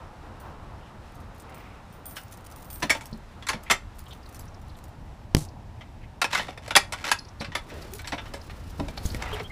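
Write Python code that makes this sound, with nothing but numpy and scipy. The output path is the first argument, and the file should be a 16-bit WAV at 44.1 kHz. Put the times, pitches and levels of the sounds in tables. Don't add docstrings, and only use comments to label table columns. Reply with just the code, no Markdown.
import sys
import numpy as np
from scipy import signal
from scipy.io import wavfile

SR = 44100
rng = np.random.default_rng(int(sys.argv[2]) if len(sys.argv) > 2 else 0)


def to_wav(sig):
    pcm = np.clip(np.atleast_2d(sig), -1, 1) * 32767
    pcm = np.round(pcm).astype(np.int16)
    wavfile.write(sys.argv[1], SR, pcm.T)


N = 419523
TIME = np.arange(N) / SR
AGE = TIME[:SR // 3]
EDGES_HZ = 20 * 2 ** (np.arange(20) * .51)
CENTRES_HZ = np.sqrt(EDGES_HZ[1:] * EDGES_HZ[:-1])
BANK = [signal.butter(2, pair, "band", fs=SR, output="sos") for pair in zip(EDGES_HZ, EDGES_HZ[1:])]

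# freq_hz, density_db
RUMBLE_COLOUR = [(20, 2), (35, 0), (60, 0), (85, 3.5), (115, -6), (160, -13), (250, -10.5), (500, -57)]
STREET_COLOUR = [(60, -11.5), (150, 5.5), (250, 0.5), (450, -2.5), (850, 0.5), (1200, -3), (1800, -16.5),
                 (3000, -23), (8000, -58.5)]
CORNER_COLOUR = [(60, -16.5), (105, 17.5), (150, 3.5), (250, 1), (450, -7), (680, -1), (900, -1),
                 (1250, -21), (1900, -35), (8000, -56)]
RUSTLE_COLOUR = [(600, -7.5), (1500, 5.5), (2600, 0), (4500, -5), (8000, -12.5), (12000, -17.5),
                 (16000, -28)]
# time_s, level_db
RUMBLE_FADER = [(0, -45.5), (1.2, -45), (1.7, -48), (3.8, -43.5), (7.5, -45.5), (8.3, -41.5), (9.15, -35.5),
                (9.51, -40)]
# time_s, level_db
STREET_FADER = [(0, -46.5), (1.6, -49), (4.2, -51.5), (7.4, -51.5), (8.0, -50.5), (9.51, -50.5)]
# time_s, shelter_fraction
SHELTER = [(4.3, 0.01), (5.15, 0.92), (6.7, 1), (7.3, 0)]
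# start_s, length_s, level_db, centre_hz
SCUFFS = [(0.778, 0.134, -64.5, 2810), (1.379, .48, -60, 2172), (3.654, 0.0446, -49.5, 2060),
          (4.053, 0.0422, -57, 2990), (4.099, 0.0444, -50, 3370), (6, 0.0716, -58.5, 2110)]

# start_s, peak_db, pitch_hz, t60_s, crackle_db
BUMPS = [(5.3485, -3.5, 135, 0.011, -21), (5.3669, -11, 133.6, 0.047, -35),
         (5.3803, -21, 150, 0.102, -52.5), (5.414, -29, 152.3, 0.079, -52.5), (9.054, -15, 77, 0.07, -44),
         (9.147, -20, 172.6, 0.0097, -42)]
# start_s, length_s, level_db
HOUSING_SCRAPE = [(5.365, 0.0766, -37)]
# freq_hz, density_db
HOUSING_COLOUR = [(800, 0.5), (2000, -12), (4300, -4), (8000, 0), (11000, -7.5), (15000, -16.5)]
CRACKLE_COLOUR = [(300, 7), (1500, -1.5), (4300, 0), (6500, -7.5), (10000, -8.5), (15000, -27.5)]

# time_s, level_db
SWING_FADER = [(7.62, -64), (7.72, -42), (7.85, -45), (7.97, -57), (8.36, -52.5), (8.6, -53), (8.78, -52),
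               (9.2, -44.5), (9.51, -59)]
# start_s, length_s, level_db
STRIKE_SLIDE = [(9.0, 0.146, -51.5)]
SEAL_DRAG = [(9.18, 0.232, -39)]
# freq_hz, density_db
SWING_COLOUR = [(120, -2), (280, 0.5), (500, 1.5), (800, -7), (1500, -10), (3000, -15.5), (6000, -27.5),
                (12000, -46.5)]
SEAL_COLOUR = [(200, -18), (450, -0.5), (750, 5), (1100, 4.5), (1600, -0.5), (2200, -0.5), (3200, -7),
               (5000, -15.5), (12000, -34.5)]
HISS_COLOUR = [(1000, -32), (4000, 6.5), (7000, 0), (11000, -2.5), (16000, -7)]
# start_s, length_s, start_hz, end_hz, level_db
SQUEAKS = [(7.914, 0.0613, 329, 474, -46), (9.261, 0.037, 2045, 1852, -44.5),
           (9.321, 0.0385, 428.3, 430, -37), (9.322, 0.0324, 3209, 3059, -40.5),
           (9.381, 0.036, 2352, 1918, -47), (9.397, 0.0356, 516, 346, -41.5),
           (9.433, 0.0482, 3245, 3240, -48.5), (9.498, 0.0235, 2137, 2100, -43.5)]
# start_s, level_db, lowpass_hz
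THUDS = [(2.838, -28, 1300), (3.128, -31.5, 250), (3.545, -32.5, 300), (7.408, -31.5, 250),
         (7.485, -35, 250), (8.131, -37.5, 1190), (8.795, -29, 600), (8.806, -28, 900), (8.836, -39.5, 400)]
# pitch_hz, level_db, t60_s
FRAME_MODES = [(165, 3.5, 0.085), (219, 3, 0.192), (285.7, -4, 0.187), (332.3, -6.5, 0.16),
               (381.7, -8, 0.17), (500, 1, 0.0386), (563.8, -3, 0.161), (805, -6.5, 0.099),
               (941, -11.5, 0.092)]

# start_s, level_db, centre_hz
CLINKS = [(3.126, -49.5, 4590), (4.256, -55, 4150), (5.4818, -56, 5130), (7.1846, -39.5, 4960),
          (7.2449, -53.5, 4890), (7.2824, -54, 5427), (7.3965, -42.5, 4440), (7.8163, -51, 4630),
          (8.0735, -41, 4400), (8.974, -39.5, 4210), (9.0518, -40.5, 6610), (9.0987, -44, 4400)]
# start_s, end_s, level_db
SLIPS = [(4.18, 4.8, -58), (8.38, 8.52, -54.5)]
# pitch_hz, level_db, t60_s
RING_MODES = [(4160, -0.5, 0.232), (10030, -11.5, 0.27), (10930, -12.5, 0.204)]
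KEY_MODES = [(3354, -19, .2), (4829, -21, .15), (5889, -18, .2), (8543, -9, .28), (9092, -2, .25),
             (9170, -9, .15), (11041, -19, .15), (12242, -11, .3), (13071, 1, .28), (13150, -8, .17),
             (15100, -1, .3), (15190, -6, .2)]
# freq_hz, density_db
KEY_COLOUR = [(500, -19), (2000, 1), (4000, 0.5), (7000, 2.5), (11000, 1), (14000, -1.5), (16000, -5)]
# start_s, length_s, level_db
KEY_SHIFTS = [(1.1, 0.84, -79), (2.07, 0.165, -57), (2.3, 0.857, -63.5), (3.93, 0.507, -65),
              (4.5, 0.55, -85.5), (6.3, 0.082, -60.5), (7.915, 0.057, -49.5)]
# start_s, end_s, level_db
FIDGETS = [(1.05, 1.55, -59), (2.2, 3.1, -55.5), (3.9, 4.55, -55), (4.55, 4.95, -60), (9.0, 9.45, -49.5)]
# start_s, level_db, ring_db
KEY_HITS = [(0.40, -54, -6), (1.399, -50, -14.5), (1.545, -50.5, -5), (1.926, -59, 6.5), (2.056, -38.5, 7),
            (2.11, -48, -4.5), (2.17, -50, 12.5), (2.324, -45, -16), (2.514, -50.5, -13), (2.56, -48.5, -6),
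            (2.645, -51, -2), (2.702, -42, -0.5), (2.729, -41, 8), (2.802, -49, -11.5), (3.057, -43, -20),
            (3.631, -48, -24.5), (3.985, -46.5, -19), (4.346, -46, -16), (4.392, -44, -10),
            (4.839, -50, -25), (7.948, -43, -12.5), (9.051, -46, -1), (9.335, -47.5, -13)]

# freq_hz, density_db
LATCH_COLOUR = [(80, -33), (200, -4), (400, -6.5), (700, 2), (1400, 3), (2100, 1), (3500, -2.5),
                (5500, -5.5), (8000, -15), (11000, -15), (15000, -28.5)]
# pitch_hz, width_hz, gain_db
CASE_RESONANCES = [(282, 30, -1), (385, 25, -1), (562, 45, -3), (960, 60, -3), (1376, 50, -5),
                   (1660, 50, -3), (1894, 60, 1), (2065, 90, 2), (2210, 65, 2), (2330, 38, 1),
                   (2610, 50, 3), (3020, 40, 2), (3376, 45, 2), (3574, 60, 3), (4285, 40, 3), (5330, 50, 1),
                   (5995, 50, 2), (7490, 67, 4)]
LEVER_RESONANCES = [(1120, 6, -5), (10400, 160, -2), (10620, 90, -2)]
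# start_s, length_s, level_db
LOCK_SCRAPES = [(6.30, 0.024, -37.5), (6.33, 0.0633, -37), (6.40, 0.111, -48.5), (6.62, 0.09, -51.5),
                (6.95, 0.092, -48), (7.04, 0.0536, -32)]
# start_s, end_s, level_db
RATTLES = [(7.46, 7.52, -42.5), (7.6, 7.72, -46.5), (8.03, 8.07, -43.5), (8.19, 8.26, -47)]
# start_s, level_db, bass_db, treble_db
KNOB_HITS = [(8.798, -40, 25, -1), (8.883, -39.5, 11, 1.5), (8.975, -38.5, 10.5, -14.5),
             (9.146, -40, 7, 3.5), (9.222, -34, 5.5, 1.5), (9.398, -39.5, 15.5, -8.5)]
LATCH_HITS = [(2.167, -37.5, -5.5, 5), (2.948, -36, 14, 0), (3.009, -44, 1.5, 5), (3.424, -45, -11.5, -3),
              (3.468, -36, -21, 6.5), (3.487, -25, -14.5, 3), (3.499, -33, 7.5, -2),
              (3.532, -35.5, 11.5, -2), (5.809, -47, -1.5, -15), (6.216, -21, -2.5, 3),
              (6.242, -24.5, 3, 0.5), (6.33, -26, 1, -2), (6.349, -22.5, -5.5, -0.5), (6.376, -30, 5, 3),
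              (6.394, -29.5, 8.5, -14.5), (6.483, -40, 18.5, -24), (6.575, -42.5, 12, 0.5),
              (6.678, -40, 15, 8), (6.707, -28, 4.5, -5), (6.923, -33.5, 6.5, 11),
              (6.933, -32.5, -0.5, -4.5), (7.041, -32, -1, -4), (7.115, -17.5, -3, 4.5),
              (7.41, -36.5, 5.5, -4.5), (7.445, -37.5, -7, -9), (7.551, -27, 5, 1), (7.991, -42, -4, -1.5),
              (8.073, -37.5, -18.5, 6.5), (8.121, -32.5, 10.5, -9), (8.13, -37.5, 14, -11),
              (8.18, -37, -0.5, -20.5), (8.337, -39, 15.5, 5.5), (8.497, -44.5, 5, -12.5)]
# seating_s, level_db, bass_db, treble_db, travel_s, spring_db
BOLT_SNAPS = [(2.827, -29, 11, 2, 0.0048, -12.5), (2.902, -24, 4, 10.5, 0.0059, 3.5),
              (3.709, -18.5, 4, 7.5, 0.00963, -6.5), (6.763, -11.5, 0.5, 7.5, .010, -21)]


def from_db(db):
    return 10 ** (np.asarray(db) / 20)


def rms_one(x):
    return x / np.sqrt(np.mean(x ** 2) + 1e-20)


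def onset_one(x):
    return x / np.sqrt(np.mean(x[:SR // 125] ** 2) + 1e-20)


def at_bands(colour):
    hz, db = np.transpose(colour)
    return np.interp(np.log(CENTRES_HZ), np.log(hz), db)


def decay(t60):
    return np.exp(-np.log(1000) * AGE / t60)


def add(out, s, x):
    i = int(s * SR)
    out[i:i + len(x)] += x[:N - i]


def coloured(sources, band_db):
    return sum(gain * signal.sosfilt(BANK[k], sources[k % 2] + 1e-18)
               for k, gain in enumerate(from_db(band_db)))


def drift(rate_hz, size):
    position = np.arange(size) * rate_hz / SR
    count = int(position[-1]) + 2
    return np.interp(position, np.arange(count), rng.standard_normal(count))


def noise(colour, grain_db=0, grain_hz=250):
    grains = rng.standard_normal((2, N)) * from_db(grain_db * drift(grain_hz, N))
    return rms_one(coloured(grains, at_bands(colour)))


def resonate(x, hz, width_hz):
    r = np.exp(-np.pi * width_hz / SR)
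    feedback = [1, -2 * r * np.cos(2 * np.pi * hz / SR), r * r]
    return signal.lfilter(np.array([1, 0, -1]) * (1 - r * r) / 2, feedback, x + 1e-18)


def struck(modes, scatter_db):
    return sum(from_db(db + scatter_db * rng.standard_normal()) * np.sin(2 * np.pi * hz * AGE)
               * decay(t60) for hz, db, t60 in modes)


def clack(t60, crack, chatter_db):
    burst = rng.standard_normal((2, len(AGE))) * decay(t60)
    burst *= from_db(chatter_db * drift(908.4, len(AGE)))
    burst[:, 0] += crack
    return burst


def spot_modes(burst, low_hz, high_hz, level_db, q, count=7):
    pitches = low_hz * (high_hz / low_hz) ** ((np.arange(count) + rng.random(count)) / count)
    return burst + from_db(level_db) * sum(resonate(burst, hz, hz / q) for hz in pitches)


def rasp(length_s, hz, width_hz, grain_db=4.5):
    size = int(length_s * SR)
    grains = rng.standard_normal(size) * from_db(grain_db * drift(310.1, size))
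    band = resonate(resonate(grains, hz, width_hz), hz, width_hz)
    return rms_one(band * signal.windows.tukey(size, .8))


def fader(points):
    return from_db(np.interp(TIME, *np.transpose(points), left=-120))


def strokes(rows, attack_s, release_s, sag_db_per_s=0):
    out = np.zeros(N)
    for s, length_s, db in rows:
        age = TIME[:int((length_s + release_s) * SR)]
        release = np.exp(-np.log(1000) * np.maximum(age - length_s, 0) / release_s)
        add(out, s, from_db(db - sag_db_per_s * age) * np.minimum(age / attack_s, 1) * release)
    return out


def scattered(spans, per_s, spread_db):
    events = []
    for start, end, db in spans:
        count = max(round((end - start) * per_s), 1)
        for k, (when, force) in enumerate(rng.random((count, 2))):
            events.append((start + (end - start) * (k + when) / count, db + spread_db * (2 * force - 1)))
    return events


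def street_bed(corner_db=5, rustle_db=-59, rustle_shelter_db=-2.5):
    shelter = np.interp(TIME, *np.transpose(SHELTER))
    traffic = np.sqrt(1 - shelter) * noise(STREET_COLOUR, grain_db=1.65, grain_hz=15)
    traffic += np.sqrt(shelter) * from_db(corner_db) * noise(CORNER_COLOUR, grain_db=1.8, grain_hz=7.9)
    rumble = fader(RUMBLE_FADER) * noise(RUMBLE_COLOUR, grain_db=2, grain_hz=20)
    rustle = noise(RUSTLE_COLOUR, grain_db=1, grain_hz=25)
    return rumble + fader(STREET_FADER) * traffic + from_db(rustle_db + rustle_shelter_db * shelter) * rustle


def porch(x, t60=0.1986, build_s=0.00502, wall_hz=6000):
    tail = rng.standard_normal(len(AGE)) * decay(t60) * np.minimum(AGE / build_s, 1) ** 2
    tail = signal.sosfilt(signal.butter(1, wall_hz, fs=SR, output="sos"), tail / np.linalg.norm(tail))
    return signal.fftconvolve(x, tail)[:N]


def scuffs():
    out = np.zeros(N)
    for s, length_s, db, hz in SCUFFS:
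        add(out, s, from_db(db) * rasp(length_s, hz, width_hz=1010))
    return out


def mic_bumps(overtone_gain=0.307, overtone_ratio=2.052):
    out = strokes(HOUSING_SCRAPE, attack_s=0.0063, release_s=0.13, sag_db_per_s=99)
    out *= noise(HOUSING_COLOUR, grain_db=5.5, grain_hz=400)
    for s, db, hz, t60, crackle_db in BUMPS:
        phase = 2 * np.pi * hz * AGE
        thump = -(np.sin(phase) + overtone_gain * np.sin(overtone_ratio * phase)) * decay(t60)
        crackle = coloured(clack(t60=0.01475, crack=7.7, chatter_db=-8), at_bands(CRACKLE_COLOUR))
        add(out, s, from_db(db) * thump / np.abs(thump).max() + from_db(crackle_db) * onset_one(crackle))
    return out


def squeak(length_s, start_hz, end_hz, waver=0.0382, waver_hz=588):
    size = int(length_s * SR)
    hz = np.linspace(start_hz, end_hz, size) * (1 + waver * drift(waver_hz, size))
    return rms_one(np.sin(2 * np.pi * np.cumsum(hz) / SR) * signal.windows.tukey(size, .7))


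def door_friction(hiss_db=-40.5, hiss_exponent=0.382):
    rub = fader(SWING_FADER)
    hiss = from_db(hiss_db) * rub ** hiss_exponent + strokes(STRIKE_SLIDE, attack_s=0.065, release_s=0.32)
    drag = strokes(SEAL_DRAG, attack_s=0.048, release_s=0.077)
    out = rub * noise(SWING_COLOUR)
    out += hiss * noise(HISS_COLOUR, grain_db=5, grain_hz=100)
    out += drag * noise(SEAL_COLOUR, grain_db=3, grain_hz=350)
    for s, length_s, start_hz, end_hz, db in SQUEAKS:
        add(out, s, from_db(db) * squeak(length_s, start_hz, end_hz))
    return out


def frame_thuds():
    out = np.zeros(N)
    for s, db, lowpass_hz in THUDS:
        softness = signal.butter(1, lowpass_hz, fs=SR, output="sos")
        thud = signal.sosfilt(softness, struck(FRAME_MODES, scatter_db=5.5))
        add(out, s, from_db(db) * onset_one(thud))
    return out


def key_ring(slip_hz=4750, slip_spread=0.163, ring_db=-13, detune=.06):
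    out = np.zeros(N)
    slips = [(s, db, slip_hz * (1 + slip_spread * rng.standard_normal()))
             for s, db in scattered(SLIPS, per_s=12, spread_db=2.5)]
    for s, db, hz in [*CLINKS, *slips]:
        tuning = 1 + detune * rng.standard_normal()
        modes = [(mode_hz * tuning, level, t60) for mode_hz, level, t60 in RING_MODES]
        add(out, s, from_db(db) * rasp(length_s=0.0151, hz=hz, width_hz=1080))
        add(out, s, from_db(db + ring_db) * onset_one(struck(modes, scatter_db=3)))
    return out


def keys(tick_db=-2, sympathy_db=9, fidget_ring_db=-13, gripped_below_db=-6):
    out = strokes(KEY_SHIFTS, attack_s=0.025, release_s=0.186)
    out *= noise(KEY_COLOUR, grain_db=10.5, grain_hz=220)
    out += sum(from_db(db + sympathy_db) * resonate(out, hz, width_hz=71) for hz, db, _ in KEY_MODES)
    fidgets = [(s, db, fidget_ring_db) for s, db in scattered(FIDGETS, per_s=10, spread_db=2)]
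    for s, db, ring_db in [*KEY_HITS, *fidgets]:
        tick = coloured(clack(t60=0.0797, crack=15, chatter_db=8.5), at_bands(KEY_COLOUR))
        tick = spot_modes(tick, low_hz=4001, high_hz=15205, level_db=8.5, q=128)
        tick = from_db(tick_db) * onset_one(tick)
        flutter = from_db(2.5 * drift(110, len(AGE)))
        detune = rng.uniform(.8, .99)
        tuning, sustain = (detune, .45) if ring_db < gripped_below_db else (1, 1)
        modes = [(hz * tuning, level, t60 * sustain) for hz, level, t60 in KEY_MODES]
        ring = from_db(ring_db) * onset_one(struck(modes, scatter_db=3)) * flutter
        add(out, s, from_db(db) * (tick + ring) / np.hypot(1, from_db(ring_db)))
    return out


def metal_hit(db, bass_db, treble_db, t60):
    bass_shelf = np.interp(np.log(CENTRES_HZ), np.log([550, 1200]), [1, 0])
    treble_shelf = np.interp(np.log(CENTRES_HZ), np.log([3500, 8000]), [0, 1])
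    band_db = at_bands(LATCH_COLOUR) + bass_shelf * bass_db + treble_shelf * treble_db
    power = from_db(band_db) ** 2 * CENTRES_HZ
    mids = (CENTRES_HZ > 800) & (CENTRES_HZ < 6000)
    hit = coloured(clack(t60, crack=3.01, chatter_db=1.5), band_db)
    hit = onset_one(spot_modes(hit, low_hz=586.2, high_hz=10574, level_db=3.5, q=20.2))
    return from_db(db) * hit * np.sqrt(power.sum() / power[mids].sum())


def case_t60(s, free_t60=0.1044, held_t60=0.0666):
    return held_t60 if 6.1 < s < 7.2 else free_t60


def latch(case_db=-2, lever_db=-4, touch_db=-3.5, touch_treble_db=-9.5, seated_sustain=0.835):
    out = strokes(LOCK_SCRAPES, attack_s=0.0096, release_s=0.154, sag_db_per_s=7.5)
    out *= noise(LATCH_COLOUR, grain_db=5, grain_hz=460)
    for s, db, bass_db, treble_db, travel_s, spring_db in BOLT_SNAPS:
        touch = metal_hit(db + touch_db, bass_db, treble_db + touch_treble_db, case_t60(s))
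        seating = metal_hit(db, bass_db, treble_db, seated_sustain * case_t60(s))
        for when, hit in (s - travel_s, touch), (s, seating):
            add(out, when, hit + from_db(spring_db) * resonate(hit, hz=2150, width_hz=420))
    for s, db, bass_db, treble_db in LATCH_HITS:
        add(out, s, metal_hit(db, bass_db, treble_db, case_t60(s)))
    for s, db, bass_db, treble_db in KNOB_HITS:
        add(out, s, metal_hit(db, bass_db, treble_db, t60=0.04))
    for s, db in scattered(RATTLES, per_s=10, spread_db=1):
        add(out, s, metal_hit(db, bass_db=1, treble_db=-13, t60=case_t60(s)))
    case = sum(from_db(db + case_db) * resonate(out, hz, width) for hz, width, db in CASE_RESONANCES)
    lever = sum(from_db(db + lever_db) * resonate(out, hz, width) for hz, width, db in LEVER_RESONANCES)
    return out + case + lever


def scene(porch_send_db=-11.5):
    foley = latch() + keys() + key_ring() + frame_thuds() + door_friction() + scuffs()
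    return (foley + porch(from_db(porch_send_db) * foley) + mic_bumps() + street_bed())[None]


def record(dry, cutoff_hz=15450):
    return signal.sosfilt(signal.ellip(10, .2, 80, cutoff_hz, fs=SR, output="sos"), np.clip(dry, -1, 1))


dry = scene()
out = record(dry)
to_wav(out)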